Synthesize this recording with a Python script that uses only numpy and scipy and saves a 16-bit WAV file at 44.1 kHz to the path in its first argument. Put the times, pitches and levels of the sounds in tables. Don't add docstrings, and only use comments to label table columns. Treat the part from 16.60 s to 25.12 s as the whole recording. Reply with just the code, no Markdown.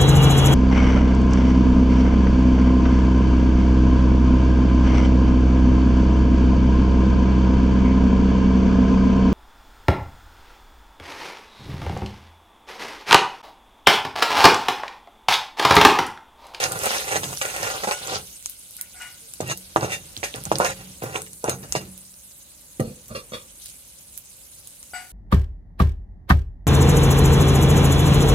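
import sys
import numpy as np
from scipy import signal
from scipy.fft import rfft, irfft, next_fast_len
from scipy.io import wavfile
from scipy.ndimage import uniform_filter1d

SR = 44100
rng = np.random.default_rng(int(sys.argv[2]) if len(sys.argv) > 2 else 0)


def log_audio(samples):
    frames = np.atleast_2d(samples).T
    limited = np.clip(frames, -1, 1)
    pcm = np.round(limited * 32767).astype(np.int16)
    wavfile.write(sys.argv[1], SR, pcm)


N = 375682


def gain_of(db):
    return 10 ** (np.asarray(db) / 20)


def unit_rms(x):
    return x / np.sqrt(np.mean(x ** 2) + 1e-20)


def unit_peak(x):
    return x / abs(x).max()


def value_at(points, hz):
    f, value = np.transpose(points)
    return np.interp(np.log(hz + 1), np.log(f + 1), value)


def add(mix, start_s, sound):
    part = mix[..., round(start_s * SR):][..., :sound.shape[-1]]
    part += sound[..., :part.shape[-1]]


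def follow(rows, column):
    rows, gain = np.asarray(rows), np.zeros(N)
    t = np.arange(rows[0, 0], rows[-1, 0], 1 / SR)
    add(gain, t[0], gain_of(np.interp(t, rows[:, 0], rows[:, column])))
    return gain


def excite(drive, response):
    return signal.oaconvolve(drive, response)[:N]


def colour(x, spectrum):
    log_gain = np.log(gain_of(value_at(spectrum, abs(np.fft.fftfreq(8192, 1 / SR)))))
    taps = np.fft.ifft(np.exp(np.conj(signal.hilbert(log_gain)))).real[:4096]
    return excite(x, taps / np.linalg.norm(taps))


def stereo_pair(a, b, likeness):
    size = next_fast_len(len(a))
    same = np.clip(value_at(likeness, np.fft.rfftfreq(size, 1 / SR)), -1, 1)
    right = irfft(same * rfft(a, size) + np.sqrt(1 - same ** 2) * rfft(b, size), size)
    return np.array([a, right[:len(a)]])


def ring(modes, spot_db=0):
    hz, db, t60 = np.transpose(modes)[:, :, None]
    t = np.arange(0, min(t60.max(), .6), 1 / SR)
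    db = db + spot_db + 1.5 * rng.standard_normal(hz.shape)
    sound = (gain_of(db - 60 * t / np.maximum(t60, .01)) * np.sin(2 * np.pi * hz * t)).sum(0)
    return sound / np.linalg.norm(sound)


def gripped(modes, pitch_share=.012, spread_db=4):
    spread = [[pitch_share * hz, spread_db, 0] for hz, _, _ in modes]
    return np.array(modes) + rng.standard_normal((len(modes), 3)) * spread


def clicks(per_s, spread_db):
    when, luck, sign = rng.random((3, N // 4))[:, :round(per_s * N / SR)]
    size = gain_of(spread_db * np.minimum(-np.log(luck + 1e-9), 5)) * (2 * sign - 1)
    return unit_rms(np.bincount((when * N).astype(int), size, N))


def flicker(length, smooth_samples, depth_db):
    return gain_of(depth_db * unit_rms(uniform_filter1d(rng.standard_normal(length), smooth_samples)))


def pressure(rows, column, fall_scale=1):
    out = np.zeros(N)
    for row in rows:
        s, rise, hold, fall = row[0], max(row[1], .001), max(row[2], 0), max(row[3], .003) * fall_scale
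        t = np.arange(max(-2 * rise, -s), hold + 3 * fall, 1 / SR)
        shape_db = 20 * (np.minimum(t / rise, 0) - np.maximum(t - hold, 0) / fall)
        add(out, s + t[0], gain_of(row[column] + shape_db))
    return out


MURMUR_COLOUR = [(12, -102), (20, -23), (34, 0.5), (65, 3), (107, -6), (150, -4.5), (436, -15.5),
                 (474, -14.5), (561, -8), (649, -16.5), (853, -15.5), (1350, -20), (3000, -19), (3900, -53),
                 (6600, -120)]
MURMUR_LEVEL = [(0.0, -50.5), (1.56, -48.5), (1.83, -58.5), (2.8, -55.5), (3.98, -47), (4.8, -58.5),
                (5.1, -46), (5.5, -58.5), (6.7, -53.5), (7.2, -57.5), (8.52, -56)]
MURMUR_LIKENESS = [(60, 0.83), (300, 0.83), (700, 0.28), (1400, 0.0097)]
def murmur():
    a, b = (colour(rng.standard_normal(N), MURMUR_COLOUR) for _ in range(2))
    return follow(MURMUR_LEVEL, 1) * stereo_pair(a, b, MURMUR_LIKENESS)


ECHO_DECAY = [(60, .35), (300, 0.45), (1000, 0.069), (4000, 0.048), (12000, 0.087)]
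ECHO_LEVEL = [(60, -64.5), (300, -10.5), (1000, -6.5), (4000, 7), (12000, 15)]
ECHO_LIKENESS = [(60, 0.93), (500, 1), (1200, 1), (3000, 0)]
BOUNCES = [(.0045, -12), (.0065, -13), (.009, -14), (.013, -17)]
def echo_pattern():
    length, gap = SR // 3, 20
    taps = np.zeros((2, length))
    at = np.arange(200, length - gap, gap) + rng.integers(0, gap, (2, (length - 201) // gap))
    np.put_along_axis(taps, at, rng.choice([-1., 1.], at.shape), 1)
    hz, t, bands = signal.stft(stereo_pair(*taps, ECHO_LIKENESS), SR, nperseg=256)
    fade = gain_of(-60 * t / np.maximum(value_at(ECHO_DECAY, hz), .02)[:, None])
    energy = (fade ** 2).sum(1, keepdims=True) * 128 / gap
    fade *= gain_of(value_at(ECHO_LEVEL, hz))[:, None] / np.sqrt(energy)
    tail = signal.istft(bands * fade, SR, nperseg=256)[1]
    for s, db in BOUNCES:
        delays = s * SR * rng.uniform(.8, 1.2) * rng.uniform(.95, 1.05, 2)
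        tail[[0, 1], np.round(delays).astype(int)] += gain_of(db)
    return tail


def kitchen(x, patterns=3, changes_per_s=9):
    place = np.arange(N) / SR * changes_per_s % patterns
    out = np.zeros((2, N))
    for k in range(patterns):
        away = np.minimum(abs(place - k), patterns - abs(place - k))
        share = np.cos(np.pi / 2 * np.minimum(away, 1))
        out += signal.oaconvolve(x * share, echo_pattern(), axes=1)[:, :N]
    return out


HOOT = (2.61, 455, -57, .08)
def hoot():
    s, hz, db, length = HOOT
    out, t = np.zeros(N), np.arange(0, length, 1 / SR)
    add(out, s, gain_of(db) * np.sin(np.pi * t / length) * np.sin(2 * np.pi * hz * t))
    return out


UTENSIL_MODES = [(729, -6, .32), (772, -6, .28), (827, -10, .2), (1458, 0, .3), (1992, -13, .26),
                 (2240, -13, .24), (2868, -12, .36), (4657, -14, .3), (5020, -22, .2), (7960, -13, .27)]
CLATTER_COLOUR = [(450, -18), (750, 6.5), (1100, 3.5), (1500, 6.5), (2200, 14), (2900, -1), (3400, 0),
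                  (9000, -5), (13000, -63)]
# t/s, level/dB, low modes/dB, middle mode/dB, top modes/dB, clatter above the ring/dB,
# swell/s, left minus right/dB
CLINKS = [(.83, -30.5, -16, -8, -9, -3, 0.051, 7), (1.309, -23.5, -8, -5, -3, -17, 0.02, 3),
          (2.185, -45, -33.5, -29, -18, 2.5, 0.0022, 7.5), (2.345, -46, -1, -24, -20, 4, 0.23, 9),
          (2.401, -29.5, -29, 7.5, -13, -2.5, 0.059, 5), (8.335, -25, -1.5, -3, -0.5, -6, 0.065, 7)]
def clinks(instant_share=.3, clatter_t60=.38):
    out, t = np.zeros((2, N)), np.arange(SR // 2) / SR
    for s, db, low_db, middle_db, top_db, clatter_db, swell_s, side_db in CLINKS:
        tones = ring(UTENSIL_MODES, np.repeat([low_db, 0, middle_db, top_db], [3, 3, 1, 3])[:, None])
        tones *= 1 - (1 - instant_share) * np.exp(-2 * t[:len(tones)] / swell_s)
        tones *= flicker(len(tones), 500, depth_db=1.5)
        envelope = (1 - np.exp(-4 * t / swell_s)) * gain_of(-60 * t / clatter_t60)
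        clatter = colour(rng.standard_normal(len(t)) * envelope, CLATTER_COLOUR)
        stereo_db = db + np.array([[.5], [-.5]]) * side_db
        add(out, s, gain_of(stereo_db) * unit_peak(tones))
        add(out, s, gain_of(stereo_db + clatter_db) * unit_peak(clatter))
    return out


ROCKING_COLOUR = [(15, -27.5), (25, -16), (59, -46.5), (81, 12), (128, 6.5), (156, 7), (188, -1.5),
                  (214, -4.5), (292, -2.5), (400, -8), (520, -18), (880, -120)]
BODY_COLOUR = [(130, -27.5), (220, -17.5), (294, -21.5), (425, -5.5), (487, -5.5), (545, 1), (647, -8.5),
               (748, -3.5), (801, -0.5), (950, -11.5), (1020, -5.5), (1280, -9), (1420, -3.5), (1550, -7),
               (1700, -18.5), (2210, -45.5), (3740, -120)]
EDGE_COLOUR = [(760, -38.5), (1300, 5.5), (1410, 0), (1600, 10), (1920, 16), (2060, 9.5), (2680, 10),
               (3040, 2.5), (5150, -3.5), (6350, -0.5), (7670, -3), (8340, -2), (11500, -15), (14600, -18),
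               (15300, -38), (16000, -16)]
PAN_MODES = [(130, -3, .3), (186, -1, .8), (247, -5, .2), (335, -4, .15), (433, -3, .2), (540, -1, .15),
             (772, -3, .1), (1003, -10, .1), (1224, -8, .1)]
SKIMMER_MODES = [(1680, -5, .1), (1900, -5, .1), (2460, -7, .1), (2770, 2, .09), (2850, -1, .12),
                 (3660, -2, .12), (3860, -5, .1), (4170, -5, .1), (4880, -1, .1), (5640, -2, .09),
                 (5960, -5, .08), (6480, -2, .07), (6850, -3, .07)]
# t/s, deep pan tones/dB, skimmer/dB
RING_FREEDOM = [(0, -10, -4), (0.8, -10, -5), (1.3, -13, -5), (2.8, -15, -2), (2.91, -9, 5),
                (3.16, -12, -3), (3.33, -6, 3), (3.63, -5, -7), (3.92, -9, -6), (4.07, 3, -3),
                (4.43, -9, -2), (4.56, -6, 0), (4.84, -3, 0), (4.9, 6, 6), (5.12, -3, 0), (5.16, -5, 4),
                (6.0, -8, -4), (8.52, -8, -4)]
# t/s, rise/s, hold/s, fall/s, body/dB, rocking/dB, edge/dB
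SCRAPES = [(0.001, 0.011, 0.04, 0.047, -27, -42, -27), (.05, 0.017, 0.078, 0.1, -35.5, -37, -67),
           (.26, 0.14, .01, 0.057, -26, -80, -30), (.304, 0.015, 0.035, 0.28, -30, -80, -30),
           (.45, 0.36, 0.052, 0.068, -56, -69, -55), (.558, 0.075, 0.0096, 0.022, -23.5, -31, -24.5),
           (.61, 0.026, 0.041, 0.056, -39.5, -33, -46), (.72, 0.055, 0.0097, 0.025, -43, -64, -66.5),
           (.815, 0.0091, .01, 0.046, -24.5, -50, -27.5), (.85, 0.016, 0.12, 0.15, -39, -60, -37),
           (1.03, 0.09, 0.04, 0.024, -29, -35.5, -32.5), (1.08, 0.02, 0.023, 0.043, -29.5, -52, -32.5),
           (1.125, 0.04, .03, 0.16, -32, -59, -51), (1.234, 0.015, 0.012, 0.0042, -25.5, -69, -46),
           (1.274, 0.003, 0.014, 0.017, -27.5, -68, -38), (1.312, 0.0059, .022, 0.0071, -31.5, -68, -34),
           (1.37, 0.024, 0.14, 0.032, -41.5, -49, -46.5), (1.503, 0.026, 0.06, 0.057, -33.5, -41.5, -44),
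           (2.81, 0.0022, 0.018, 0.037, -43.5, -32.5, -62), (2.912, 0.05, 0.0027, 0.015, -30.5, -30.5, -28),
           (3.17, 0.0097, 0.0046, 0.12, -37, -30.5, -41), (3.235, 0.045, 0.044, 0.084, -29, -46, -38),
           (3.325, 0.026, 0.0061, 0.038, -31.5, -49, -22.5),
           (3.572, 0.0073, 0.0033, 0.012, -56, -38.5, -55), (3.632, 0.004, 0.03, 0.029, -37, -56, -31),
           (3.746, 0.01, 0.025, 0.034, -36, -37.5, -42.5), (3.86, .01, 0.0033, 0.017, -39.5, -37, -47.5),
           (3.922, 0.011, 0.0033, 0.035, -30, -23, -78.5), (3.954, 0.0092, 0.0026, 0.016, -38.5, -26, -35),
           (4.006, 0.027, 0.034, 0.031, -19, -59, -30.5), (4.05, 0.014, 0.068, 0.007, -29.5, -36, -30),
           (4.21, 0.053, 0.0079, 0.081, -42.5, -41, -46.5), (4.424, 0.02, 0.018, 0.15, -35.5, -38.5, -42.5),
           (4.556, 0.034, 0.0078, 0.039, -26.5, -46, -31), (4.843, 0.01, .003, 0.08, -28, -40, -43.5),
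           (4.89, 0.034, 0.0068, 0.064, -30, -33.5, -36), (5.123, 0.011, 0.0033, 0.012, -53.5, -56, -41),
           (5.16, 0.028, 0.003, 0.018, -31, -29, -31), (5.035, 0.0063, 0.0081, 0.029, -41.5, -44, -56),
           (5.2, 0.029, 0.0061, 0.069, -44, -37, -47)]
def scrapes(spots=6):
    slips, noise = clicks(per_s=1200, spread_db=2.5), rng.standard_normal(N)
    judder = flicker(N, round(.016 * SR), depth_db=3.3)
    slips = unit_rms(slips * judder)
    rubbing = unit_rms(slips + 0.5 * unit_rms(noise * judder))
    body, edge = pressure(SCRAPES, 4), pressure(SCRAPES, 6)
    rocking = pressure(SCRAPES, 5, fall_scale=2.13)
    out = colour(slips * body, BODY_COLOUR) + colour(slips * rocking, ROCKING_COLOUR)
    out += colour(rubbing * edge, EDGE_COLOUR)
    pan_free, skimmer_free = follow(RING_FREEDOM, 1), follow(RING_FREEDOM, 2)
    out += excite(rubbing * rocking * pan_free * gain_of(-5), ring(PAN_MODES[:3]))
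    for k in range(spots):
        on_pan = pressure(SCRAPES[k::spots], 4) * gain_of(-15)
        on_skimmer = pressure(SCRAPES[k::spots], 6) * skimmer_free * gain_of(-7)
        out += excite(rubbing * on_pan, ring(gripped(PAN_MODES[3:])))
        out += excite(rubbing * on_skimmer, ring(gripped(SKIMMER_MODES)))
    return out


# t/s, level/dB, f/Hz, tick above thump/dB
KNOCKS = [(0.305, -11, 780, -8), (0.555, -13.5, 525, -23), (0.631, -18.5, 547, 2), (0.727, -19.5, 650, -7),
          (0.812, -20.5, 775, 7), (1.029, -22.5, 557, -4), (1.077, -29, 584, -9), (1.233, -17.5, 760, -0.5),
          (1.271, -15, 537, -7), (2.802, -10.5, 400, -13.5), (2.828, -25, 700, -15),
          (2.896, -17.5, 457, -2), (2.916, -14, 900, -15.5), (3.159, 3.5, 720, -23.5),
          (3.243, -9.5, 420, -16), (3.628, -16.5, 585, -6), (3.743, -23, 338, -9), (3.914, 0, 570, -15.5),
          (3.953, -29, 345, -9), (3.999, -0.5, 630, -21), (4.42, -19.5, 390, -15), (4.437, -15.5, 350, -36),
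          (4.553, -16, 436, -24), (4.663, -28, 2070, -9), (4.839, -10.5, 467, -33), (4.852, -18, 450, -18),
          (4.883, -6.5, 400, -35), (4.892, -17, 560, -8), (5.028, -37, 257, 5), (5.15, -6.5, 510, -12),
          (5.174, -29.5, 251, 2), (6.195, -8, 227, -16)]
def knocks():
    out, t = np.zeros(N), np.arange(1500) / SR
    times, pan_free_db, skimmer_free_db = np.transpose(RING_FREEDOM)
    for s, db, hz, tick_db in KNOCKS:
        u = 3.78 * hz * (t - .002) - 1.6
        thump = (1 - 2 * u ** 2) * np.exp(-u ** 2)
        add(out, s, gain_of(db) * thump)
        tick = colour(rng.standard_normal(len(t)) * np.exp(-t / 0.0031), EDGE_COLOUR)
        parts = [(tick_db, tick),
                 (tick_db - 3 + np.interp(s, times, skimmer_free_db), ring(gripped(SKIMMER_MODES))),
                 (-17.5, ring(gripped(PAN_MODES[3:]))),
                 (-33.5 + np.interp(s, times, pan_free_db), ring(PAN_MODES[:3]))]
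        for part_db, sound in parts:
            add(out, s + 0.0018, gain_of(db + part_db) * unit_peak(sound))
    return out


# f/Hz, width/Hz, level/dB
HOLLOW_PEAKS = [(546, 47, 10), (1170, 50, 8), (1420, 32, -9)]
THUD_PEAKS = [(226, 30, 4), (140, 60, -8), (495, 28, 0)]
RIM_PEAKS = [(2520, 42, 6), (2770, 19, 3), (3650, 30, -1), (4300, 31, -9), (4370, 99, 10.5), (4920, 31, 1),
             (5660, 45, 0)]
BOWL_PEAKS = [(1830, 14, -11), (2430, 40, 7.5), (3400, 21, 12), (3710, 23, 3), (4500, 23, 2), (5660, 46, 1)]
# t/s, rise/s, hold/s, fall/s, hollow ring/dB, thud/dB, rim/dB, bowl/dB
RATTLES = [(6.198, 0.0039, 0.016, 0.028, -39, -20.5, -58, -69),
           (6.24, 0.02, 0.023, 0.16, -64, -33.5, -55.5, -66),
           (6.508, 0.02, 0.017, 0.029, -41.5, -37.5, -53, -59),
           (6.549, 0.0024, 0.0036, 0.065, -32, -39, -37.5, -46),
           (6.72, 0.0047, 0.007, .01, -39, -41, -53, -48),
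           (6.734, 0.0016, 0.0031, 0.074, -33, -37, -44.5, -36)]
def rattles():
    chatter = clicks(per_s=2500, spread_db=2.2)
    hollow, thud = pressure(RATTLES, 4), pressure(RATTLES, 5, fall_scale=0.64)
    rim, bowl = pressure(RATTLES, 6), pressure(RATTLES, 7)
    out = gain_of(-8) * colour(chatter * thud, ROCKING_COLOUR)
    out += gain_of(-6.5) * colour(chatter * (rim + bowl), EDGE_COLOUR)
    for push, peaks in ((hollow, HOLLOW_PEAKS), (rim, RIM_PEAKS), (bowl, BOWL_PEAKS), (thud, THUD_PEAKS)):
        modes = [(hz, db + 10 * np.log10(width), 1.2 / width) for hz, width, db in peaks]
        out += excite(chatter * push, ring(modes))
    return out


FINE_COLOUR = [(2350, -39), (4000, -7), (5380, -13), (5800, -6.5), (6330, -2), (8650, 3), (10100, 2),
               (14800, -7), (15600, -12.5), (16000, 4.5)]
COARSE_COLOUR = [(650, -52), (1100, -14), (1350, -9), (1520, -2), (1830, -24), (2040, -5), (2930, 2),
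                 (3620, 0.5), (6000, -2), (7800, -2), (13200, -120)]
FIZZ_LIKENESS = [(1000, 0.2), (4000, 0.11), (12000, 0.19)]
# t/s, fine bubbles/dB, coarse bubbles/dB
FIZZ_LEVEL = [(0.0, -31.5, -30), (0.16, -33, -44), (0.31, -26.5, -29.5), (0.45, -32.5, -40),
              (0.83, -30.5, -44), (1.08, -32.5, -35), (1.42, -35.5, -39), (1.56, -35, -30),
              (1.62, -37.5, -49), (2.2, -41, -54.5), (3.5, -40.5, -50.5), (4.08, -42, -42.5),
              (4.5, -39, -59.5), (5.34, -42, -59.5), (6.95, -43.5, -60), (7.06, -34.5, -46.5),
              (7.18, -42, -57.5), (8.52, -42, -57)]
def fizz(patch_db=2.8):
    a, b = (clicks(per_s=8000, spread_db=1) for _ in range(2))
    fine, coarse = follow(FIZZ_LEVEL, 1), follow(FIZZ_LEVEL, 2)
    foam = [fine * colour(bubbles, FINE_COLOUR) + coarse * colour(bubbles, COARSE_COLOUR)
            for bubbles in stereo_pair(a, b, FIZZ_LIKENESS)]
    bands = signal.stft(foam, nperseg=256)[2]
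    patches = rng.standard_normal(bands.shape[:0:-1]).T
    patches = uniform_filter1d(patches, size=10, axis=0)
    patches = unit_rms(uniform_filter1d(patches, size=8, axis=1))
    return signal.istft(bands * gain_of(patch_db * patches), nperseg=256)[1][:, :N]


def faint_spits(count=45, low_hz=6000, high_hz=11000):
    when, luck, pitch, side = rng.random((count, 4)).T
    db = -39 - 3 * np.log(luck + 0.039)
    return list(zip(when * N / SR, db, low_hz + (high_hz - low_hz) * pitch, 4 * (2 * side - 1)))


# t/s, level/dB, f/Hz, left minus right/dB
SNAPS = [(0.0395, -4, 5950, -2), (0.1205, -8.5, 8370, 0), (0.19, -13.5, 7800, 1), (0.236, -9.5, 8800, 3),
         (0.258, -4, 8700, 2), (0.383, -13, 5500, 6), (0.641, -18, 3500, 1), (0.709, -19.5, 8600, -2),
         (0.773, -15.5, 5700, -4), (0.8187, -20.5, 2980, -9), (0.964, -15.5, 8850, 3),
         (1.03, -18, 6570, -17), (1.3108, -13, 4300, 1), (1.473, -15, 7250, -3), (1.826, -27, 8950, -3),
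         (1.8591, -8, 7260, 0), (1.8936, -28, 9400, -2), (1.897, -16, 11500, 8), (2.109, -25, 10900, 5),
         (2.167, -18.5, 10400, -2), (2.212, -9, 11300, -1), (2.42, -22, 8600, 0), (2.737, -16.5, 9200, 2),
         (2.808, -15, 7260, 1), (2.878, -22, 10100, 0), (2.9743, -17.5, 10850, 2.5),
         (3.2096, -20.5, 5070, -4), (3.566, -18, 3820, -5), (3.576, -20, 6330, 4),
         (3.631, -19.5, 2110, -10.5), (3.74, -19.5, 3240, -5.5), (3.7592, -19, 9200, -3),
         (3.838, -18, 10200, -1.5), (3.8536, -11.5, 7570, -1.5), (3.956, -10, 4800, -2),
         (3.985, -8.5, 8460, -2), (4.047, -19, 6130, -23), (4.436, -18.5, 12900, -4),
         (4.5586, -20.5, 2740, -18), (4.6192, -15.5, 8860, 3), (4.732, -21, 8650, 3),
         (4.842, -14.5, 7040, 8), (4.896, -5, 8330, 1), (5.1235, -4, 6700, 0.5), (5.378, -23, 10300, -1),
         (6.203, -19, 9500, 1), (6.482, -26, 12000, 1), (7.059, -19, 10100, 1), (7.556, -33, 11000, -6),
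         (7.5765, -15.5, 11650, -6), (8.073, -20, 9800, -1), (8.229, -23, 8300, 1)]
def spits_and_ticks(spray_s=.0018, wander_samples=10):
    out, t = np.zeros((2, N)), np.arange(600) / SR
    crack = np.diff((1 - 55000 * t) * np.exp(-55000 * t), prepend=0)
    for s, db, hz, side_db in SNAPS + faint_spits():
        phase = 2 * np.pi * hz * t
        snap = 1.35 * np.exp(-((hz * t - 2.5) / 1.1) ** 2) * np.sin(phase)
        envelope = np.exp(-t / spray_s) * (1 - np.exp(-(hz * t / 2.5) ** 2))
        wobble = uniform_filter1d(rng.standard_normal((2, 2, len(t))), size=4)
        spray = 0.56 * envelope * (wobble[0] * np.sin(phase) + wobble[1] * np.cos(phase))
        crack_db = -19 + 16 * np.log2(hz / 8000)
        stereo_db = db + np.array([[.5], [-.5]]) * side_db
        left, right = gain_of(stereo_db) * (snap + spray + gain_of(crack_db) * crack)
        add(out[0], s + rng.uniform(0, wander_samples) / SR, left)
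        add(out[1], s, right)
    return out


def scene(left_lag_samples=12, left_db=-1.4):
    metal = scrapes() + knocks() + rattles() + hoot()
    snaps, far = spits_and_ticks(), clinks()
    left, right = metal + snaps + fizz()
    late_left = np.append(np.zeros(left_lag_samples), left[:-left_lag_samples])
    direct = np.array([late_left, right]) + far
    echoes = kitchen(metal + gain_of(-3) * far + gain_of(-15) * snaps)
    return (direct + echoes) * gain_of([[left_db], [0]]) + murmur()


def record(dry, low_hz=45, high_hz=15700):
    thinned = signal.sosfilt(signal.butter(3, low_hz, "high", fs=SR, output="sos"), dry)
    treble_cut = signal.firwin(255, high_hz, window=("kaiser", 9), fs=SR)
    return signal.oaconvolve(thinned, treble_cut[None], "same")


dry = scene()
out = record(dry)
log_audio(out)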